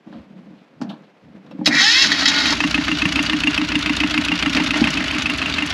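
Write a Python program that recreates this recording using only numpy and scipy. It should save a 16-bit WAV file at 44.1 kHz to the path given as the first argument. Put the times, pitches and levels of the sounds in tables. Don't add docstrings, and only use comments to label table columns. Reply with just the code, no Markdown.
import sys
import numpy as np
from scipy import signal
from scipy.fft import rfft, irfft
from scipy.io import wavfile
from scipy.ndimage import uniform_filter1d, minimum_filter1d

SR = 44100
rng = np.random.default_rng(int(sys.argv[2]) if len(sys.argv) > 2 else 0)


def materialize(psi):
    bounded = np.clip(np.atleast_2d(psi).T, -1, 1)
    quanta = np.round(bounded * 32767).astype(np.int16)
    wavfile.write(sys.argv[1], SR, quanta)


def invert_db(x):
    u = np.asarray(x, float) / 20
    return 10 ** u


N = 252693
TIME = np.arange(N) / SR
STARTER_ON_S, OVERRUN_S, RELEASE_S, IN_GEAR_S = 1.699, 2.053, 2.535, 4.8

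# (time [s], level [dB], lower block tones relative [dB])
FIRST_KNOCKS = [(2.4579, 6, -3.5), (2.6055, -0.5, 2), (2.7451, 0, -1), (2.8828, -7, 8), (3.0206, -2, -1),
                (3.1583, 1.5, -9), (3.2975, -7, 6), (3.4376, -1, -6), (3.5786, 0.7, -8), (3.7198, -7, 6.5),
                (3.8613, -1.5, -2.5), (4.0037, 1.5, -19), (4.1444, -2.5, 3.5), (4.2849, -4.5, -1),
                (4.4264, 0.8, -3), (4.5722, -2, 3), (4.7081, 0, -16), (4.8416, 1, -18), (4.9739, -2, -1),
                (5.1118, -2, -24), (5.2592, -1, -6), (5.4178, -4, 2), (5.5847, -2.5, 0.5)]
SECOND_KNOCKS = [(2.4979, -6, 8), (2.6398, -1, 4), (2.7797, -6.5, 6), (2.9163, -0.5, 1.5),
                 (3.0558, 4.5, -3), (3.1927, -2.5, 4.5), (3.3335, -1, 0.5), (3.4736, 4, -10),
                 (3.6158, -9, 5.5), (3.7555, 4.5, -11), (3.897, 1, -1.5), (4.0371, -1, 2.5),
                 (4.1787, 4.5, -9), (4.319, 0, 0.5), (4.4617, 0.7, 2), (4.6019, -2.5, 3), (4.7424, -6, 5.5),
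                 (4.8733, -1, 2.5), (5.0069, -5.5, 5), (5.148, -2, -7), (5.2987, 2, -7), (5.4603, 1, -5.5),
                 (5.624, 0, -2)]
# (frequency [Hz], level [dB], 60 dB decay time [s])
FIRST_BLOCK = [(970, -12.5, 0.035), (1264, -1.5, 0.071), (1560, -0.5, 0.033), (1760, 7.5, 0.015),
               (2097, -7, 0.12), (2330, -28, 0.059), (2589, 16.5, 0.039), (2760, -21, 0.031),
               (3117, 11.5, 0.034), (4034.7, -19.5, 0.01), (4350, 9, 0.021)]
SECOND_BLOCK = [(962, -7.5, 0.045), (1120, -0.5, 0.033), (1330, 0.5, 0.023), (1838, 3, 0.034),
                (2054, 0, 0.043), (2620, 2.5, 0.031), (2770, 14, 0.038), (5130, -7, 0.025)]
# (frequency [Hz], level [dB], 60 dB decay time [s])
FIRST_PANELS = [(261.32, -27, 0.0685), (304.8, 8.5, 0.26), (634, -10, 0.1)]
SECOND_PANELS = [(170, -37, 0.19), (202.6, -14.5, 0.39), (271, 4.5, 0.12), (290.5, 8.5, 0.17),
                 (403, -10, 0.26), (640, -23, 0.0568)]


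def cylinders():
    first_knocks = np.add(FIRST_KNOCKS, [0, -5.5, 0])
    second_knocks = np.add(SECOND_KNOCKS, [0, -8, 0])
    first = combustion(firings(0, -18.5), first_knocks, FIRST_BLOCK, FIRST_PANELS, 3.3)
    second = combustion(firings(1 / 4, -17), second_knocks, SECOND_BLOCK, SECOND_PANELS, 4.7)
    return first + second


# (frequency [Hz], level [dB per Hz])
CRACK = [(180, -1), (300, -7), (535, -31), (1590, -7.5), (2790, 7), (3130, -31), (3570, -11), (6900, -25),
         (8990, -26.5), (10100, -24), (15500, -67)]
# (frequency [Hz], level [dB per Hz])
TICK = [(3000, -8.5), (6500, 11.5), (8300, -4), (10300, -2.5), (13000, -28), (15500, -20)]


def combustion(fires, knocks, block, panels, boom_db):
    at, db, low_db = np.transpose(knocks)
    db = db - 5 * (at < RELEASE_S)
    upper = ring(knock_force(at, db), [mode for mode in block if mode[0] > 2300])
    lower = ring(knock_force(at, db + low_db), [mode for mode in block if mode[0] <= 2300])
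    crack = noise(CRACK, 1.4, 320, blows(at - 0.001, db - 11, 0.0067))
    tick = noise(TICK, 3.0, 350, blows(at + 0.00074, db - 26, 0.0044))
    s, hull_db = np.transpose(fires)
    shake = jolt(s, hull_db + boom_db - 24, 0.01)
    boom = hull(push(s + 0.0028, hull_db + boom_db, 0.002) + shake, panels)
    return band(upper + invert_db(-1.5) * lower, 790, 4500, order=2) + crack + tick + boom


def knock_force(s, db):
    rough = jolt(s - 0.003, db - 16, 0.002) + jolt(s - 0.0006, db - 11, 0.0018)
    hammer = push(s - 0.0012, db - 4.5, 0.00022) + push(s - 0.0008, db - 13, 0.00018)
    slap = jolt(s + 0.0055, db - 13, 0.0012)
    return hammer + rough + slap


def firings(share, boom_db):
    s = crank_times(share)
    return np.c_[s, boom_db + fuel_db(s)]


# (time [s], level [dB])
FUEL = [(2.45, -7.5), (2.65, -1), (3.1, -1), (3.6, -1), (4.6, -2.5), (4.75, -6), (5.15, -6), (5.45, -14),
        (5.73, -13)]


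def fuel_db(s):
    return np.interp(s, *np.transpose(FUEL))


# (time [s], speed [turns per minute])
SPEED = [(2.455, 695.2), (2.549, 859.9), (3.05, 872.8), (3.5, 849.8), (4.637, 848.9), (4.824, 931.4),
         (5.2, 804.4), (5.497, 717.7), (5.73, 781.9)]


def crank_times(share):
    cycles = np.cumsum(np.interp(TIME, *np.transpose(SPEED))) / (SR * 120)
    cycles = cycles - np.interp(2.4554, TIME, cycles)
    return np.interp(np.arange(23) + share, cycles, TIME, right=2 * TIME[-1])


def hull(force, modes):
    sound = ring(force, modes)
    return band(sound, 151, 329, order=4) + invert_db(17) * band(sound, 532.83, 533.3, order=2)


# (share of the four-stroke cycle [0-1], clack level [dB], bright tick level [dB])
VALVES = [(.005, -21, -57), (0.255, -26.5, -63), (0.501, -38, -29.5), (.66, -47, -50), (.745, -30, -36.5),
          (.78, -22.5, -39.5)]
# (frequency [Hz], level [dB], 60 dB decay time [s])
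COVER = [(1460, -1, 0.047), (2400, 5, 0.0041), (2715, 3.5, 0.01657), (2936, 7.5, 0.035), (3340, 5.5, 0.025),
         (3626, 6, 0.022), (3880, 3, 0.016), (4210, 5, 0.009), (4610, 5, 0.012), (5500, -5.5, 0.038),
         (6050, -39, 0.04), (6540, -37, 0.06)]
# (time [s], level [dB])
CLACKS = [(2.675, -17), (2.6981, -22), (2.7108, -11.5), (2.814, -23), (2.8384, -18), (2.8474, -17),
          (2.9514, -20), (2.9717, -17), (2.9858, -14.5), (3.0903, -16), (3.1153, -24), (3.123, -16.0),
          (3.228, -18), (3.2536, -17), (3.2623, -13.5), (3.367, -19.8), (3.3886, -18.7), (3.4027, -12.5),
          (3.5085, -20), (3.5288, -25), (3.5437, -11), (3.649, -18.7), (3.673, -23), (3.6887, -14.5),
          (3.791, -18), (3.8122, -20), (3.826, -12.5), (3.9328, -15), (3.9541, -22), (3.9673, -22),
          (4.073, -14.5), (4.0976, -16.3), (4.1084, -13.2), (4.2141, -18.5), (4.2376, -19.0), (4.249, -15),
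          (4.355, -15.8), (4.377, -17), (4.39, -11.5), (4.4961, -15), (4.5313, -13), (4.5487, -8),
          (4.6393, -18), (4.6622, -15), (4.6717, -15.5), (4.768, -17.0), (4.7984, -22), (4.8078, -14),
          (4.9069, -17), (4.9317, -15), (4.94, -13.5), (5.0416, -18.0), (5.0575, -20.8), (5.081, -15),
          (5.1834, -15.5), (5.2077, -19.9), (5.2208, -12), (5.3363, -18.8), (5.3611, -23), (5.385, -16.5),
          (5.4976, -18), (5.5241, -16), (5.5394, -12), (5.6733, -15), (5.7045, -12)]


def valve_gear():
    clack = tick = 0
    for share, clack_db, tick_db in VALVES:
        s = crank_times(share)
        late, louder, brighter = rng.standard_normal((len(s), 3)).T
        clack_db = clack_db - 7 * ((s > IN_GEAR_S) | (s < RELEASE_S + 0.05))
        clack = clack + jolt(s + 0.0012 * late, clack_db + 1.8 * louder, 0.003)
        tick = tick + blows(s, tick_db + 4 * brighter, 0.006)
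    at, db = np.transpose(CLACKS)
    clack = clack + jolt(at, db - 7, 0.0037)
    return invert_db(9) * band(ring(clack, COVER), 1330, 7300, order=2) + noise(TICK, 4.3, 350, tick)


# (share of the cycle [0-1], level [dB])
INTAKE = [(0.57, 4), (0.805, 8), (.955, 5)]
# (frequency [Hz], level [dB], 60 dB decay time [s])
INTAKE_PIPE = [(61.7, -4, 0.089), (84.5, -10.5, 0.046)]


def intake():
    thuds = sum(push(crank_times(share), db, 0.0047) for share, db in INTAKE)
    gulp = unit(ring(-thuds, INTAKE_PIPE))
    flow = unit(band(ring(rng.standard_normal(N), INTAKE_PIPE), 65, 120, order=2))
    age = np.arange(int(0.07 * SR)) / SR
    hz = 68.5 + (277 - 68.5) * np.exp(-age / 0.0337)
    chug = np.sin(2 * np.pi * np.cumsum(hz) / SR) * np.hanning(len(age)) * np.exp(-age / 0.02)
    chugs = signal.fftconvolve(push(crank_times(0.33), 0, 0.00033), chug)[:N]
    gulp_gain = invert_db(-39.5 + 2.4 * (TIME > 5.35)) * (TIME > 1.86)
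    return gulp_gain * (gulp + invert_db(-7) * flow) + invert_db(-43.5) * unit(chugs)


# (frequency [Hz], level [dB per Hz])
WHIRR = [(240, -33), (400, -4), (473, -24.5), (633, -2.5), (738, -10), (1420, -1.5), (1960, -2.5),
         (2670, -1), (3410, -5), (4630, -9.5), (6890, -22.5), (9070, -34.5), (10300, -35.5), (12300, -56),
         (15500, -58)]
# (frequency [Hz], level [dB], 60 dB decay time [s])
HULL = [(178, -1, 0.33), (211, -34, 0.26), (248.7, -2, 0.21), (275, 8, 0.043), (285, 16, 0.069),
        (298.4, 3, 0.19), (418, 5.5, 0.16), (620, 7, 0.18)]
# (time [s], level [dB], length [s])
SHIFTS = [
    (4.545, -15.5, 0.024),
    (4.76, -20.5, 0.022),
]


def running_gear():
    drone = unit(hull(rng.standard_normal(N), HULL))
    rest = uniform_filter1d(blows(crank_times(0.68), 0, 0.019), 600)
    drone = invert_db(-8) * drone * (1 - 0.45 * np.clip(rest, 0, 1))
    shift = swells(SHIFTS, 0.011, 0.075)
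    whirr_db = -24.5 + 2.5 * (TIME < RELEASE_S) + 1.5 * (TIME > IN_GEAR_S)
    whirr = running() * invert_db(whirr_db) + invert_db(-9) * shift
    shaking = running() * invert_db(-21.5 + 0.082 * fuel_db(TIME)) + shift
    kick = swell(1.66, 1.704, -15.5, 0.013, 0.081)
    return whirr * invert_db(-2) * noise(WHIRR, 3.02, 190) + (shaking + kick) * drone


def running():
    return swell(1.93, 9, 0, 0.15, 1)


# (time [s], gear tooth rate [Hz], whine level [dB])
SPIN = [(1.74, 290, -44), (1.78, 345, -32), (1.812, 372, -19), (1.864, 430, -18), (1.934, 492, -19),
        (2.0, 545, -19), (2.034, 548, -20), (2.05, 510, -24), (2.08, 470, -40)]
# (multiple of the tooth rate, level [dB])
MESH = [(.63, -4), (1, -22), (2, -7), (3, -6), (4, 0), (5, 0), (6, -4), (7, -5), (8, -2), (9, -5), (10, -7),
        (11, -10), (12, -12)]
# (frequency [Hz], gain [dB])
WHINE_PATH = [(200, -20), (320, -13), (700, -14), (810, 1), (960, -14), (1080, -4), (1300, -14), (1510, 0),
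              (1640, -5), (1850, 5), (1960, -9), (2040, 0), (2300, -7), (2750, -1), (7000, -12)]
# (time [s], peak level [dB], nose cone relative [dB], length [s])
PINION = [(1.647, -29, -6, 0.011), (1.657, -8, -6, 0.0063), (1.659, -9, -8, 0.004), (1.662, -3, -1, 0.0035),
          (1.667, -3, -12, 0.0027), (1.669, -12, -8, 0.0027), (1.672, -22, -16, 0.0034),
          (1.679, -23, -12, 0.0026), (2.044, -24, 20.5, 0.0083), (2.118, -4.5, 5.5, 0.0034),
          (2.122, -14, -15, 0.009), (2.255, -9.5, 1, 0.003), (2.257, 0, -2, 0.0046),
          (2.278, -4.5, -9, 0.005), (2.284, -0.5, -29, 0.0063), (2.468, -21, -8, 0.009),
          (2.505, -10, -10, 0.0075), (2.526, -7, -3, 0.0039)]
# (frequency [Hz], level [dB], 60 dB decay time [s])
HOUSING = [(1486, -13.5, 0.1376), (1810, -11, 0.02), (1860, -17, 0.018), (1916, 0.5, 0.027),
           (2116, -10, 0.2097), (2340, -12, 0.045), (2624, -0.5, 0.092), (3127, -2, 0.087),
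           (3334, 4.5, 0.067), (3460, -7, 0.048), (3836, 7.5, 0.29), (4030, 10.5, 0.036),
           (4445, 9.5, 0.031), (4400, -21, 0.064), (4670, 2, 0.065), (4350, 3, 0.028), (5140, 8, 0.079),
           (5193, 6, 0.14), (5692.6, -28.5, 0.06), (6040, 2.5, 0.0786), (6690, 6, 0.036),
           (6930, -19, 0.039)]
# (frequency [Hz], level [dB per Hz])
GRIND_TONE = [(240, -54), (400, 11), (466, -18), (595, -83), (796, 7.5), (1320, -16), (1880, 10),
              (2220, -1), (2880, 9), (3850, 16.5), (5230, 13.5), (6680, 9), (8930, -21), (10700, -10),
              (13500, -47)]
# (time [s], level [dB], length [s])
LABOUR = [
    (2.18, -30, 0.041),
    (2.335, -27.5, 0.084),
    (2.45, -28, 0.039),
]


def starter():
    s, hz, _ = np.transpose(SPIN)
    phase = 2 * np.pi * np.cumsum(np.interp(TIME, s, hz)) / SR
    whine = tooth_tones(MESH, phase, 600, 2.0, 0.17) * curve(SPIN, 2)

    at, db, nose_db, length = np.transpose(PINION)
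    teeth = rng.standard_normal(N) * (1 + 0.5 * np.cos(phase))
    clack = blows(at, db - 8.5, length)
    spin = swell(STARTER_ON_S, OVERRUN_S, -9.5, 0.12, 0.0095)
    engaged = swell(OVERRUN_S, RELEASE_S, 0, 0.0095, 0.0015)
    cranking = engaged * (invert_db(-20.5) + swells(LABOUR, 0.0048, 0.021))
    chatter = swell(STARTER_ON_S - 0.025, 1.81, -15, 0.073, 0.0095)
    nose = invert_db(-11.5) * spin + invert_db(-7.5) * cranking + chatter + blows(at, db + nose_db - 9, length)

    nose_modes = [(f, g, min(t, 0.06)) for f, g, t in HOUSING if f < 2450]
    casing_modes = [(f, g, min(t, 0.07)) for f, g, t in HOUSING if f >= 2450]
    loaded_modes = [(f * 0.99, g - 8 * (f > 4800), t * 0.7) for f, g, t in casing_modes]
    rings = invert_db(-19) * ring(teeth * nose, nose_modes)
    rings = rings + invert_db(-23) * ring(teeth * (spin + 2.06 * clack), casing_modes)
    rings = rings + ring(push(at, db + nose_db - 8.5, 0.0002), [(1760, -7, 0.03), (1927, 3, 0.043)])
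    rings = rings + invert_db(-20.5) * ring(teeth * cranking, loaded_modes)

    scraping = invert_db(-11) * spin + invert_db(-8) * cranking
    scraping = scraping + swell(RELEASE_S, RELEASE_S + 0.011, -32.5, 0.012, 0.66)
    scrape = band(noise(GRIND_TONE, 3.5, 200, scraping + invert_db(-2.5) * clack), 446, 15400, order=5)
    shaft_modes = [(880, -2, 0.082), (1290, -9, 0.059), (1449, -1, 0.12)]
    shaft = engaged * invert_db(-36.5) * unit(ring(rng.standard_normal(N), shaft_modes))
    shaft = shaft * np.clip((TIME - 2.15) / 0.062, 0, 1)
    return (solenoid() + drag() + shape(whine, WHINE_PATH) + band(rings, 1650, 5480, order=2)
            + scrape + shaft)


def solenoid():
    spring_back = push(RELEASE_S - 0.01, -15.5, 0.0005)
    clunk = ring(spring_back, [(936, 0, 0.058), (1110, -1, 0.062), (636, -8, 0.065)])
    slam = blows([1.663, 1.669, 1.675], -16.5, 0.0058)
    return clunk + noise([(900, -13), (1500, -3), (2900, 4), (4000, -6), (6000, -32)], 2.3, 300, slam)


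# (time [s], gear tooth rate [Hz], level [dB])
DRAG = [(2.08, 760, -33), (2.11, 745, -30), (2.17, 719, -42), (2.23, 630, -27), (2.28, 745, -34),
        (2.34, 715, -31), (2.39, 735, -26.5), (2.44, 712, -32), (2.52, 720, -28)]
# (multiple of the tooth rate, level [dB])
DRAG_MESH = [(1.2, -10), (2, 0), (2.602, -5), (2.95, 0)]


def drag():
    s, hz, _ = np.transpose(DRAG)
    phase = 2 * np.pi * np.cumsum(uniform_filter1d(np.interp(TIME, s, hz), size=600)) / SR
    return tooth_tones(DRAG_MESH, phase, 500, 2.6, 0.4) * curve(DRAG, 2)


def tooth_tones(mesh, phase, smooth, wobble_db, wobble_rad):
    wobble = uniform_filter1d(rng.standard_normal((len(mesh), N)), smooth, axis=1) * np.sqrt(smooth)
    return sum(invert_db(db + wobble_db * w) * np.sin(k * phase + wobble_rad * w)
               for (k, db), w in zip(mesh, wobble))


# (time [s], thud level [dB], knock relative [dB], click relative [dB], length [s])
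BUMPS = [(0.07, -31, -6, -41, 0.007), (0.095, -51, -13.5, -26.5, 0.01168), (0.126, -33, -1.5, -35, 0.023),
         (0.506, -33.5, -26, -41, 0.014), (0.803, -27, -20, -50, 0.004), (0.814, -19, -3.5, -21, 0.0067),
         (0.8183, -15, -24, -30, 0.04), (0.833, -27, -20, -40, 0.025), (0.866, -36, -7, -36, 0.007),
         (0.9, -37, 3, -46, 0.036), (0.932, -32, -12, -40, 0.005), (1.022, -46, -3, -21, 0.01407),
         (1.463, -42, 1, -21, 0.014), (1.511, -30.5, -2.5, -30, 0.0095), (1.589, -18.5, -26, -39, 0.002),
         (1.612, -15, -23, -50, 0.0051), (1.673, -20.5, 1, 6, 0.029), (1.688, -23, -22, -40, 0.01),
         (1.705, -16, -23, -40, 0.018), (1.738, -18.5, -9, -40, 0.011), (1.807, -20, -9, -40, 0.016),
         (4.553, -34, 9, 2, 0.018), (4.567, -24, 2, -7, 0.02), (4.758, -17.5, -11.5, -22, 0.037),
         (4.814, -4.5, -23, -28, 0.018)]
# (frequency [Hz], level [dB per Hz])
BODY = [(100, -64), (300, -19), (600, 8), (1000, 1.5), (1800, -6), (3000, -72), (8000, -54)]
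# (frequency [Hz], level [dB per Hz])
CLICK = [(1800, -14), (2500, -7), (2900, 0), (3700, 0), (4500, -5), (5200, -15), (12000, -40)]
# (time [s], level [dB], length [s])
SCRAPES = [(0.115, -57, 0.1), (0.35, -70, 0.1), (0.566, -64, 0.15), (0.89, -41, 0.048), (1.03, -61, 0.061),
           (1.461, -55, 0.018), (1.512, -51, 0.022)]
# (time [s], level [dB], length [s])
CREAKS = [
    (.745, -44.5, 0.033),
    (1.227, -37.5, .035),
]
# (time [s], rumble level [dB], length [s], deep sway level [dB])
MOVES = [(.055, -40.5, 0.14, -71), (.15, -59, 0.06, -55), (.3, -47.5, 0.14, -72), (.45, -49.5, 0.11, -73),
         (.72, -58, 0.12, -75), (.815, -37, 0.071, -71), (1.0, -59, 0.02, -100), (1.22, -51, 0.14, -63),
         (1.345, -42.5, 0.022, -68), (1.44, -42, 0.078, -72), (1.5, -40, 0.043, -76),
         (1.585, -32.5, 0.076, -60), (1.745, -36.5, 0.025, -48)]
# (frequency [Hz], level [dB per Hz])
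RUMBLE = [(24, -58), (40, -69), (118, -13), (190, 6.5), (337, -3.5), (399, -36), (501, -14), (544, -4.5),
          (578, -12), (700, -14.5), (910, -67), (1540, -120)]
# (frequency [Hz], level [dB per Hz])
RUSTLE = [(240, -16), (400, -10.5), (539, -11.5), (579, -15), (781, -15.5), (939, -17.5), (2500, -22.5),
          (5260, -35), (12000, -57), (15600, -83), (22000, -120)]


def handling():
    s, db, body_db, click_db, length = np.transpose(BUMPS)
    boards = [(153, -3, 0.32), (233.5, 4, 0.096), (264, 0, 0.074),
              (297.5, -1.5, 0.21), (531, -12, 0.045), (816, -4, 0.062)]
    thud = band(ring(push(s, db, 0.0029) + jolt(s, db - 9, length), boards), 208, 1400, order=3)
    knock = noise(BODY, 2, 250, blows(s, db + body_db - 5, length))
    bump_click = blows(s, db + click_db + 7, length * 0.31)
    click = noise([(800, -2.5), (5000, 6), (8000, -10), (13000, -34.5)], 1.0, 250, bump_click)

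    slide = sum(swell(at, at + span / 4, g, 0.004, span / 2) for at, g, span in SCRAPES)
    click = click + noise(CLICK, 1.9, 250, slide)
    graze = invert_db(-9) * noise(BODY, 2, 250, slide)

    hand = swells(MOVES, 0.01, 0.049)
    rustle = invert_db(-55) + invert_db(-28.5) * hand ** 0.78
    rub = (hand + invert_db(-61)) * noise(RUMBLE, 3.0, 30.1) + rustle * noise(RUSTLE, 1.3, 71)
    rub = band(rub, 116, 17000, order=6)
    sway = swells(MOVES, 0.01, 0.015, axis=3) * unit(band(rng.standard_normal(N), 40, 115, order=2))

    latch = ring(jolt(1.512, -39, 0.0033), [(5400, -4, 0.028), (2670, 3, 0.03), (3300, -3, 0.022)])
    creak = ring(jolt(*np.transpose(CREAKS)), [(138, 0, 0.19), (158, 0, 0.12)])
    return band(creak, 112, 240, order=3) + latch + thud + knock + click + graze + rub + sway


def shape(x, points):
    hz, db = np.transpose(points)
    log_gain = np.interp(np.log(np.linspace(1, SR / 2, 4097)), np.log(hz), db) * np.log(10) / 20
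    cepstrum = irfft(log_gain)
    cepstrum[1:4096] *= 2
    cepstrum[4097:] = 0
    return signal.fftconvolve(x, irfft(np.exp(rfft(cepstrum))))[:N]


def unit(x):
    return x / np.sqrt(np.mean(x ** 2))


def noise(points, flicker_db, rate, gate=0.9):
    k = int(SR / rate)
    walk = uniform_filter1d(np.repeat(rng.standard_normal(N // k + 1), k), k)[:N]
    white = rng.standard_normal(N)
    return shape(white * gate * invert_db(flicker_db * walk), points) / np.std(shape(white, points))


def ring(x, modes):
    hz, db, t60 = np.transpose(modes)[:, :, None]
    age = np.arange(SR // 3) / SR
    response = np.sum(invert_db(db) * np.sin(2 * np.pi * hz * age) * 1000. ** (-age / t60), axis=0)
    return signal.oaconvolve(x, response)[:N] / np.sqrt(np.sum(invert_db(db) ** 2))


def blows(times, db, decay):
    out = np.zeros(N)
    for s, gain, fall in np.broadcast(times, invert_db(db), decay):
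        at = int(max(s, 0) * SR)
        span = out[at:at + int(8 * abs(fall) * SR) + 1]
        span += gain * np.exp(-np.arange(len(span)) / (abs(fall) * SR))
    return out


def jolt(times, db, decay):
    envelope = blows(times, db - 10 * np.log10(np.abs(decay) * SR / 2), decay)
    return envelope * np.sign(rng.standard_normal(N))


def push(times, db, width):
    window = np.hanning(int(width * SR))
    return signal.fftconvolve(blows(times, db, 1e-5), window / window.sum())[:N]


def curve(table, column):
    rows = np.array(table)
    return invert_db(np.interp(TIME, rows[:, 0], rows[:, column], left=-120, right=-120))


def band(x, low_hz, high_hz, order):
    return signal.sosfilt(signal.butter(order, [low_hz, high_hz], "band", fs=SR, output="sos"), x)


def swell(on_s, off_s, db, rise_s, fall_s):
    rise = np.clip((TIME - on_s) / rise_s, 0, 1)
    return invert_db(db) * rise * np.exp(-np.clip(TIME - off_s, 0, None) / fall_s)


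def swells(rows, rise_s, fall_s, axis=1):
    return sum(swell(r[0], r[0] + r[2], r[axis], rise_s, fall_s) for r in rows)


# (frequency [Hz], side minus mid [dB])
SIDE_LEVEL = [(60, -34), (200, -55), (700, -29.5), (1300, -31.5), (2400, -38.5), (4400, -31), (8000, -22.5),
              (10300, -19), (11500, -3.5), (15500, 0)]


def scene():
    mid = cylinders() + valve_gear() + intake() + running_gear() + starter() + handling()
    scatter = unit(band(rng.standard_normal(N), 20, 150, order=4))
    side = shape(mid * scatter, SIDE_LEVEL)
    return np.array([mid + side, mid - side])


def roll_off(x):
    return signal.sosfilt(signal.butter(12, 15800, fs=SR, output="sos"), x)


# (frequency [Hz], gain [dB])
MIC = [(20, -16), (45, -19), (60, 1.5), (8600, -2), (9050, -14.5), (9400, -2.5), (12000, 4.5), (15600, -5),
       (15900, -60)]


def record(dry):
    heard = invert_db(0.5) * np.array([shape(channel, MIC) for channel in dry])
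    ceiling = 0.93
    room = ceiling / np.maximum(np.abs(heard).max(axis=0), ceiling)
    gain = uniform_filter1d(minimum_filter1d(room, size=200), size=200)
    return roll_off(heard * gain)


dry = scene()
out = record(dry)
materialize(out)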